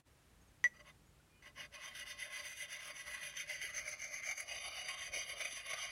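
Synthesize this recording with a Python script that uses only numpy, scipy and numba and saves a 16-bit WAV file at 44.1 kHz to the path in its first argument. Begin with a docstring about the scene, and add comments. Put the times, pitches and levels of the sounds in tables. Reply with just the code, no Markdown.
"""In a forest, a round sharpening stone taps a steel axe head once, then touches and circles along its edge.
Grit is a dense train of random clicks that excites the modes of stone and head as resonant band-passes;
the place of the stone on the edge sets the pitch, damping and share of each mode. The tap is a knock
with rebounds and a skid through the same modes. Dull bumps, scattered echoes, faint far whistles,
a gusting wind rumble and smooth hiss complete the scene."""
import sys
import numpy as np
from scipy import signal
from scipy.fft import rfft, irfft
from scipy.io import wavfile
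from scipy.ndimage import uniform_filter1d
from numba import njit

SR = 44100
rng = np.random.default_rng(int(sys.argv[2]) if len(sys.argv) > 2 else 0)


def wav_record(signal):
    """Record a signal, one row per channel, as 16-bit PCM in the file named by sys.argv[1]."""
    frames = np.transpose(np.atleast_2d(signal))
    bounded = np.clip(frames, -1, 1)
    # unit amplitude maps onto the largest positive 16-bit level
    quanta = np.round(bounded * 32767).astype(np.int16)
    wavfile.write(sys.argv[1], SR, quanta)


N = 260631


def undb(db):
    """Logarithmic level: amplitude gain of a level in dB."""
    return 10 ** (np.asarray(db) / 20)


def curve(seconds, values):
    """Linear interpolation: straight lines through the points, one value a sample."""
    return np.interp(np.arange(N) / SR, seconds, values)


@njit
def resonance(force, hz, width_hz):
    """Resonance: state-variable band-pass with moving centre and width, gain 1 at the centre."""
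    out, band, low = np.empty(len(force)), 0., 0.
    for i in range(len(force)):
        g = np.tan(np.pi * hz[i] / SR)
        damping = width_hz[i] / hz[i]
        # the tiny offset keeps the states out of the slow denormal range
        v = (band + g * (force[i] + 1e-18 - low)) / (1 + g * (g + damping))
        band, low = 2 * v - band, low + 2 * g * v
        out[i] = damping * v
    return out


def walk(rate_hz):
    """Slow random modulation: levels held 1 / rate_hz seconds and smoothed twice; spread 1."""
    hold = int(SR / rate_hz)
    held = np.repeat(rng.standard_normal(N // hold + 1), hold)
    smooth = uniform_filter1d(uniform_filter1d(held, hold), hold)[:N]
    return smooth / smooth.std()


# modes of the stone, which contact shifts and damps; each has four rows: struck free, heel, middle, toe
# columns: pitch_hz, width_hz, relative level_db
STONE_MODES = [
    [(604, 7.2, -28), (594.3, 24, -8), (592, 38, -9), (588, 130, -7.5)],
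    [(760, 80, -48), (890, 40, -42), (760, 123, -24.5), (740, 133, -9.5)],
    [(1320, 57, -16), (1277, 70, -23), (1240, 86, -18), (1250, 79, -9)],
    [(1954, 16.6, 6), (1999, 84, -0.5), (2060, 138, 3.5), (2002, 147, -4.5)],
    [(2100, 21, -2), (2250, 150, -10.5), (2288, 160, -0.5), (2235, 90, -0.5)],
    [(5990, 13, 4), (6076, 94, -8.5), (6195, 140, -1), (6052, 86, 1)],
    [(10370, 41, -13), (10710, 285, -16), (10470, 86, -11), (10765, 210, -6)],
]
# modes of the steel head, with the same pitch in all four states
# columns: pitch_hz, width_hz, then relative level_db struck free, at heel, at middle, at toe
HEAD_MODES = [(1086.4, 32.4, -28, -11, -20.5, -5), (1480, 198, -44, -15.5, -16.5, -19.5),
              (1690, 226, -38, -11, -20, -27.5), (2468, 38, -12, -4, -4.5, -1.5),
              (2880, 81, -13.5, -5, -10.5, -2.5), (3158, 40, -9, -4.5, -15.5, 1),
              (3582, 64, -43.5, -8.5, -22, -4), (3898, 26, -44, -16, -23, -10),
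              (4100, 130, -50, -25, -31, -25), (4460, 100, -46, -25, -17, -18),
              (4750, 66, -11, -9, -8.5, -3), (5300, 67, -42, -26.5, -29, -32),
              (6585, 130, -56, -24.5, -13, -23), (7010, 65, -52, -25, -19.5, -23.5),
              (7970, 77, -60, -32, -65, -14), (8400, 110, -58, -23.5, -34, -17.5),
              (9460, 290, -59, -23.5, -25, -17), (10040, 230, -65, -24, -23, -17.5),
              (13420, 220, -63, -26, -26, -24), (12930, 200, -62, -32, -28, -30),
              (12100, 800, -65, -36, -36, -44), (14120, 200, -65, -35, -36, -32),
              (14700, 800, -65, -43, -40, -50), (11580, 340, -63, -28, -30, -32),
              (15650, 250, -65, -35, -35, -36), (4752, 540, -51, -17, -17.5, -20.5)]


def modes():
    """Modal superposition: modes of both bodies as rows (pitch, width, level) for the four states."""
    head = [[(hz, width_hz, db) for db in levels_db] for hz, width_hz, *levels_db in HEAD_MODES]
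    return np.array(sorted(STONE_MODES + head), float)


# half circles, each lasting until the next turn
# columns: turn_s, drive level_db at the turn, drive level_db at full speed,
# share of the stroke before full speed (0-1)
STROKES = [(1.704, -82, -51.5, 0.62), (1.782, -58, -49.5, 0.54), (1.917, -56.5, -47.5, 0.7),
           (2.046, -61.5, -46, 0.45), (2.161, -63.5, -45.5, 0.48), (2.29, -56.5, -44.5, 0.55),
           (2.422, -52.5, -46.5, 0.34), (2.546, -56.5, -45.5, 0.6), (2.672, -62.5, -45.5, 0.5),
           (2.788, -55.5, -46.5, 0.55), (2.929, -55.5, -49, 0.58), (3.043, -55, -46, 0.58),
           (3.19, -54, -47, 0.46), (3.332, -59, -42.5, 0.65), (3.453, -57, -43.5, 0.53),
           (3.587, -55, -43, 0.37), (3.728, -54.5, -43.5, 0.24), (3.842, -53, -44, 0.3),
           (3.976, -55, -45, 0.3), (4.097, -50, -42.5, 0.45), (4.214, -53.5, -41, 0.4),
           (4.342, -51.5, -43.5, 0.47), (4.452, -57.5, -44.5, 0.53), (4.598, -51, -45, 0.42),
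           (4.72, -51, -43.5, 0.61), (4.835, -49, -43, 0.69), (4.96, -55, -42, 0.5),
           (5.113, -57.5, -41, 0.37), (5.253, -48, -42, 0.44), (5.35, -57, -42.5, 0.58),
           (5.496, -45.5, -44, 0.35), (5.635, -53.5, -42.5, 0.66), (5.751, -48, -41.5, 0.52),
           (5.9, -50.5, -52, 0.5)]
# light touches of stone on edge; columns: start_s, length_s, peak drive level_db
TOUCHES = [(0.725, 0.044, -64), (0.75, 0.039, -61), (0.779, 0.047, -58.5), (0.839, 0.082, -56.5),
           (1.407, 0.12, -57.5), (1.536, 0.15, -48.5)]


def strokes(fullness=0.88):
    """Periodic drive: rubbing gain in leaning half sines, and the dB it lies under full speed."""
    t = np.arange(N) / SR
    turn_s, turn_db, top_db, lean = np.transpose(STROKES)
    fastest_s = turn_s[:-1] + np.clip(lean[:-1], .15, .85) * np.diff(turn_s)
    # whole counts at the turns, halves at full speed
    count_s = np.r_[np.c_[turn_s[:-1], fastest_s].ravel(), turn_s[-1]]
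    count = curve(count_s, np.arange(2 * len(turn_s) - 1) / 2)
    top_db = top_db[count.astype(int)]
    # a small fullness keeps the stone long at full speed
    speed = np.abs(np.sin(np.pi * count)) ** fullness
    under_db = (curve(turn_s, turn_db) - top_db) * (1 - speed)
    circling = t > turn_s[0]
    push = undb(top_db + under_db) * circling
    for start_s, length_s, db in TOUCHES:
        push += undb(db) * np.sin(np.pi * np.clip((t - start_s) / length_s, 0, 1)) ** 2
    return push, under_db * circling


def grit(per_s=12000, scatter_db=2.5, patchy_db=1.63):
    """Shot noise: dense clicks of uneven but bounded size, in rougher and smoother patches; rms 1."""
    size = undb(scatter_db * np.minimum(rng.exponential(size=N), 4))
    struck = rng.random(N) < per_s / SR
    clicks = struck * rng.choice([-1, 1], N) * size * undb(patchy_db * walk(90))
    return clicks / clicks.std()


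# place of the stone on the edge
# columns: time_s, place (-1 barely touching, 0 heel, 1 middle, 2 toe)
PLACE = [(0, -.8), (.78, -0.62), (.8, -0.44), (.85, 0.036), (3.3, 0.11), (3.7, 0.62), (4.4, 1.29),
         (4.52, 1.84), (4.8, 1.81)]
# rougher spots that catch; columns: start_s, level_db of the extra push before the trim catch_db
CATCHES = [(0.801, -55.5), (1.421, -54.5), (1.736, -54), (1.949, -39.5), (3.229, -47), (3.366, -37.5),
           (3.491, -36.5), (3.613, -37.5), (3.648, -41), (3.775, -42), (3.873, -39), (4.016, -38),
           (4.039, -39), (4.262, -43), (4.308, -37), (4.375, -37.5), (4.398, -41), (4.882, -37),
           (5.169, -45), (5.074, -51), (5.405, -40), (5.45, -41), (5.73, -33.5), (5.85, -42)]
# balance of the rings before speed and wander
# columns: time_s, level_db above 5 kHz, level_db under 1.4 kHz, both relative to the drive
RING_BALANCE = [(.75, -14, -7), (.8, -12.5, 3), (.88, -9, -4.5), (1.45, -10.5, -7), (1.8, -8, -9),
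                (2.2, -6.5, -16.5), (2.4, -8, -12.5), (2.55, -3, -21.5), (2.92, -8, -12), (3.05, -6, -13),
                (3.18, -6.5, -12.5), (3.3, -3.5, -20), (3.601, -7, -18), (3.8, -4, -15.5),
                (4.4, -5.5, -15.5), (4.68, -4, -9), (5.0, -6, -11.5), (5.4, -4.5, -12), (5.9, -7, -10.5)]
# gaps where neighbouring modes cancel; column: pitch_hz
NOTCHES_HZ = [1000, 1400, 1750, 4200, 5050, 7600, 8800]


def scrape(wander_db=2.0, low_wander_db=3.0, balance_db=1.0,  # random spreads of level
           slide=0.0053, press=0.013,  # random spreads of pitch, as shares of the pitch
           catch_db=-8, catch_s=0.0033,  # trim of each catch, time to its peak
           bright=0.33, dull=-0.56,  # dB of high and low ring per dB of drive under full speed
           thin_hz=520):
    """Forced vibration: grit rings every mode; the moving contact varies their shares and pitches."""
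    push, under_db = strokes()
    age = np.arange(1600) / SR / catch_s
    catch = np.e * age * np.exp(-age)
    for start_s, db in CATCHES:
        start = int(start_s * SR)
        push[start:start + len(catch)] += undb(db + catch_db) * catch
    force = grit() * push

    # within the half circle a fast stone sounds brighter, a slow one duller
    speed_db = np.clip(under_db, -20, 0)
    place = curve(*np.transpose(PLACE))
    # changes of pressure stiffen the contact and move the shifting modes together, more away from the heel
    lift = press * walk(12) * (.4 + np.clip(place, 0, 1))

    # three groups: under 1.4 kHz, between, above 5 kHz, sorted by the pitch at the heel
    rings, powers = np.zeros((3, N)), np.zeros((3, N))
    for k, states in enumerate(modes()):
        hz, width_hz, db = (np.interp(place, np.arange(-1, 3), column) for column in states.T)
        heel_hz = states[1, 0]
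        group = np.searchsorted((1400, 5000), heel_hz)
        shifting = np.ptp(states[:, 0]) > 0 and group < 2
        hz = hz * (1 + slide * walk(9) + shifting * lift)
        db = db + (wander_db if group else low_wander_db) * walk(16)
        # neighbours in opposite phase fill the gap between them; in phase they cancel there
        sign = (-1) ** (k + np.searchsorted(NOTCHES_HZ, heel_hz))
        rings[group] += sign * undb(db) * resonance(force, hz, width_hz)
        # power of noise through a resonance
        powers[group] += undb(2 * db) * np.pi * width_hz / SR
    rings /= np.sqrt(uniform_filter1d(powers, SR // 4))

    seconds, high_db, low_db = np.transpose(RING_BALANCE)
    low = undb(curve(seconds, low_db) + dull * speed_db + balance_db * walk(8))
    high = undb(curve(seconds, high_db) + bright * speed_db + balance_db * walk(8))
    middle = np.sqrt(np.clip(1 - high ** 2, .1, 1))
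    out = low * rings[0] + middle * rings[1] + high * rings[2]
    # so small a body radiates little bass
    return signal.sosfilt(signal.butter(2, thin_hz, "high", fs=SR, output="sos"), out)


# the knock; columns: start_s, level_db
TAP = (.6412, -33)
# rebounds; columns: delay_s after the knock, level_db relative to the knock
TAP_CHATTER = [(.0010, -10.5), (.0021, -9), (.0103, -7), (.0139, -19)]
# damping by contact of the stone; columns: time_s, widening of the modes (times)
TAP_DAMPING = [(0, 0.9), (.655, 1.4), (.667, 4.1), (.69, 4), (.70, 2.5), (.73, 8), (5.91, 8)]


def tap(push_s=.00007, skid_db=-38, skid_s=0.013):
    """Impulse response: knock, rebounds and skid ring the modes; the stone coming to rest damps them."""
    blow, start = np.zeros(N), int(TAP[0] * SR)
    blow[start] = 1
    for delay_s, db in TAP_CHATTER:
        blow[start + int(delay_s * SR)] = undb(db)
    push = np.exp(-np.arange(40) / SR / push_s)
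    blow = np.convolve(blow, push / push.sum())[:N]
    skid_fade = np.exp(-np.arange(N - start) / SR / skid_s)
    blow[start:] += undb(skid_db) * rng.standard_normal(N - start) * skid_fade
    widening, one = curve(*np.transpose(TAP_DAMPING)), np.ones(N)
    rings = np.zeros(N)
    for hz, width_hz, db in modes()[:, 0]:
        # an impulse leaves a ring of height 2 pi width / SR, which this gain undoes
        gain = undb(db) * SR / (2 * np.pi * width_hz)
        rings += gain * resonance(blow, hz * one, width_hz * widening)
    return undb(TAP[1]) * rings


# dull bumps of handle and knee
# columns: start_s, pitch_hz, width_hz, level_db of the first resonance
BUMPS = [(3.64, 414, 110, -49), (4.67, 420, 120, -53), (5.099, 50.7, 29.8, -47.5), (5.169, 403, 149, -47),
         (5.452, 278, 140, -53), (5.53, 295, 140, -52), (5.731, 141, 40.2, -54.5)]


def bumps():
    """Damped resonance: an impulse through two low band-passes in series makes a soft thud."""
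    out, one = np.zeros(N), np.ones(N)
    for start_s, hz, width_hz, db in BUMPS:
        push = np.zeros(N)
        push[int(start_s * SR)] = undb(db) * SR / (2 * np.pi * width_hz)
        thud = resonance(push, hz * one, width_hz * one)
        out += resonance(thud, hz * one, 2 * width_hz * one)
    return out


def trunks(x, t60_s=0.41, db=-35):
    """Diffuse scattering: ground and trunks return a decaying noise tail after 12 ms."""
    t = np.arange(int(.4 * SR)) / SR
    tail = rng.standard_normal(len(t)) * np.exp(-np.log(1000) * t / t60_s) * (t > .012)
    return signal.fftconvolve(x, tail * undb(db) / np.sqrt(np.sum(tail ** 2)))[:N]


# far whistles and pips; columns: start_s, length_s, start pitch_hz, end pitch_hz, peak level_db
BIRDS = [(.41, .025, 6400, 6700, -72), (.475, 0.02, 6700, 6260, -73), (1.055, .05, 6700, 7000, -77),
         (1.197, 0.016, 1450, 1450, -68), (1.292, 0.13, 2410, 2460, -72.5), (1.328, 0.12, 2960, 2960, -77)]


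def birds():
    """Frequency modulation: each whistle is a sine gliding linearly in pitch under a smooth envelope."""
    out = np.zeros(N)
    for start_s, length_s, from_hz, to_hz, db in BIRDS:
        start, n = int(start_s * SR), int(length_s * SR)
        phase = 2 * np.pi * np.cumsum(np.linspace(from_hz, to_hz, n)) / SR
        out[start:start + n] += undb(db) * np.hanning(n) ** .5 * np.sin(phase)
    return out


# bass bands; columns: pitch_hz, width_hz, relative level_db
RUMBLE_MODES = [(54.4, 29, 1), (91, 80, -13.5), (144.2, 10.7, -6)]
# course of the rumble before the background's own; columns: time_s, level_db
RUMBLE = [(0.1, -73), (1.28, -70.5), (2.0, -69.5), (2.45, -76.5), (3.2, -70), (3.9, -68.5), (4.35, -76),
          (5.1, -69), (5.9, -72)]


def rumble(gust_db=2.5):
    """Turbulence noise: wind on the microphone as soft bass noise bands that gust independently."""
    one, out = np.ones(N), np.zeros(N)
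    for hz, width_hz, db in RUMBLE_MODES:
        band = resonance(rng.standard_normal(N), hz * one, width_hz * one)
        out += undb(db + gust_db * walk(6.3)) * band
    out = signal.sosfilt(signal.butter(2, 36, "high", fs=SR, output="sos"), out)
    return out / out.std() * undb(curve(*np.transpose(RUMBLE)))


# spectrum of the hiss; columns: pitch_hz, relative density_db per Hz
HISS = [(40, -11), (100, -7.5), (300, -11.5), (600, -16.5), (2000, -19.5), (5000, -26), (10000, -27),
        (15800, -36)]
# the background opens loud, dips and returns; columns: time_s, gain_db
BACKGROUND_GAIN = [(0, 6.5), (.03, -16.5), (.045, -10), (.07, 2.5), (5.91, -1)]


def background(hiss_db=-73):
    """Spectral shaping: filtered white noise is the hiss; hiss and rumble share one gain curve."""
    f = np.arange(N // 2 + 1) * SR / N + 1  # 1 Hz up, so that the logarithm exists at zero
    hz, db = np.transpose(HISS)
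    shape = undb(np.interp(np.log(f), np.log(hz), db, left=-40))
    hiss = irfft(rfft(rng.standard_normal(N)) * shape, N)
    hiss = hiss / hiss.std() * undb(hiss_db)
    return (hiss + rumble()) * undb(curve(*np.transpose(BACKGROUND_GAIN)))


def scene():
    """Linear superposition: stone and steel with their echoes over the forest."""
    work = tap() + scrape() + bumps()
    return (work + trunks(work) + birds() + background())[None]


def record(dry, top_hz=15870):
    """Band limiting: a steep elliptic low-pass removes the extreme treble."""
    return signal.sosfilt(signal.ellip(10, .2, 60, top_hz, fs=SR, output="sos"), dry)


dry = scene()
out = record(dry)
wav_record(out)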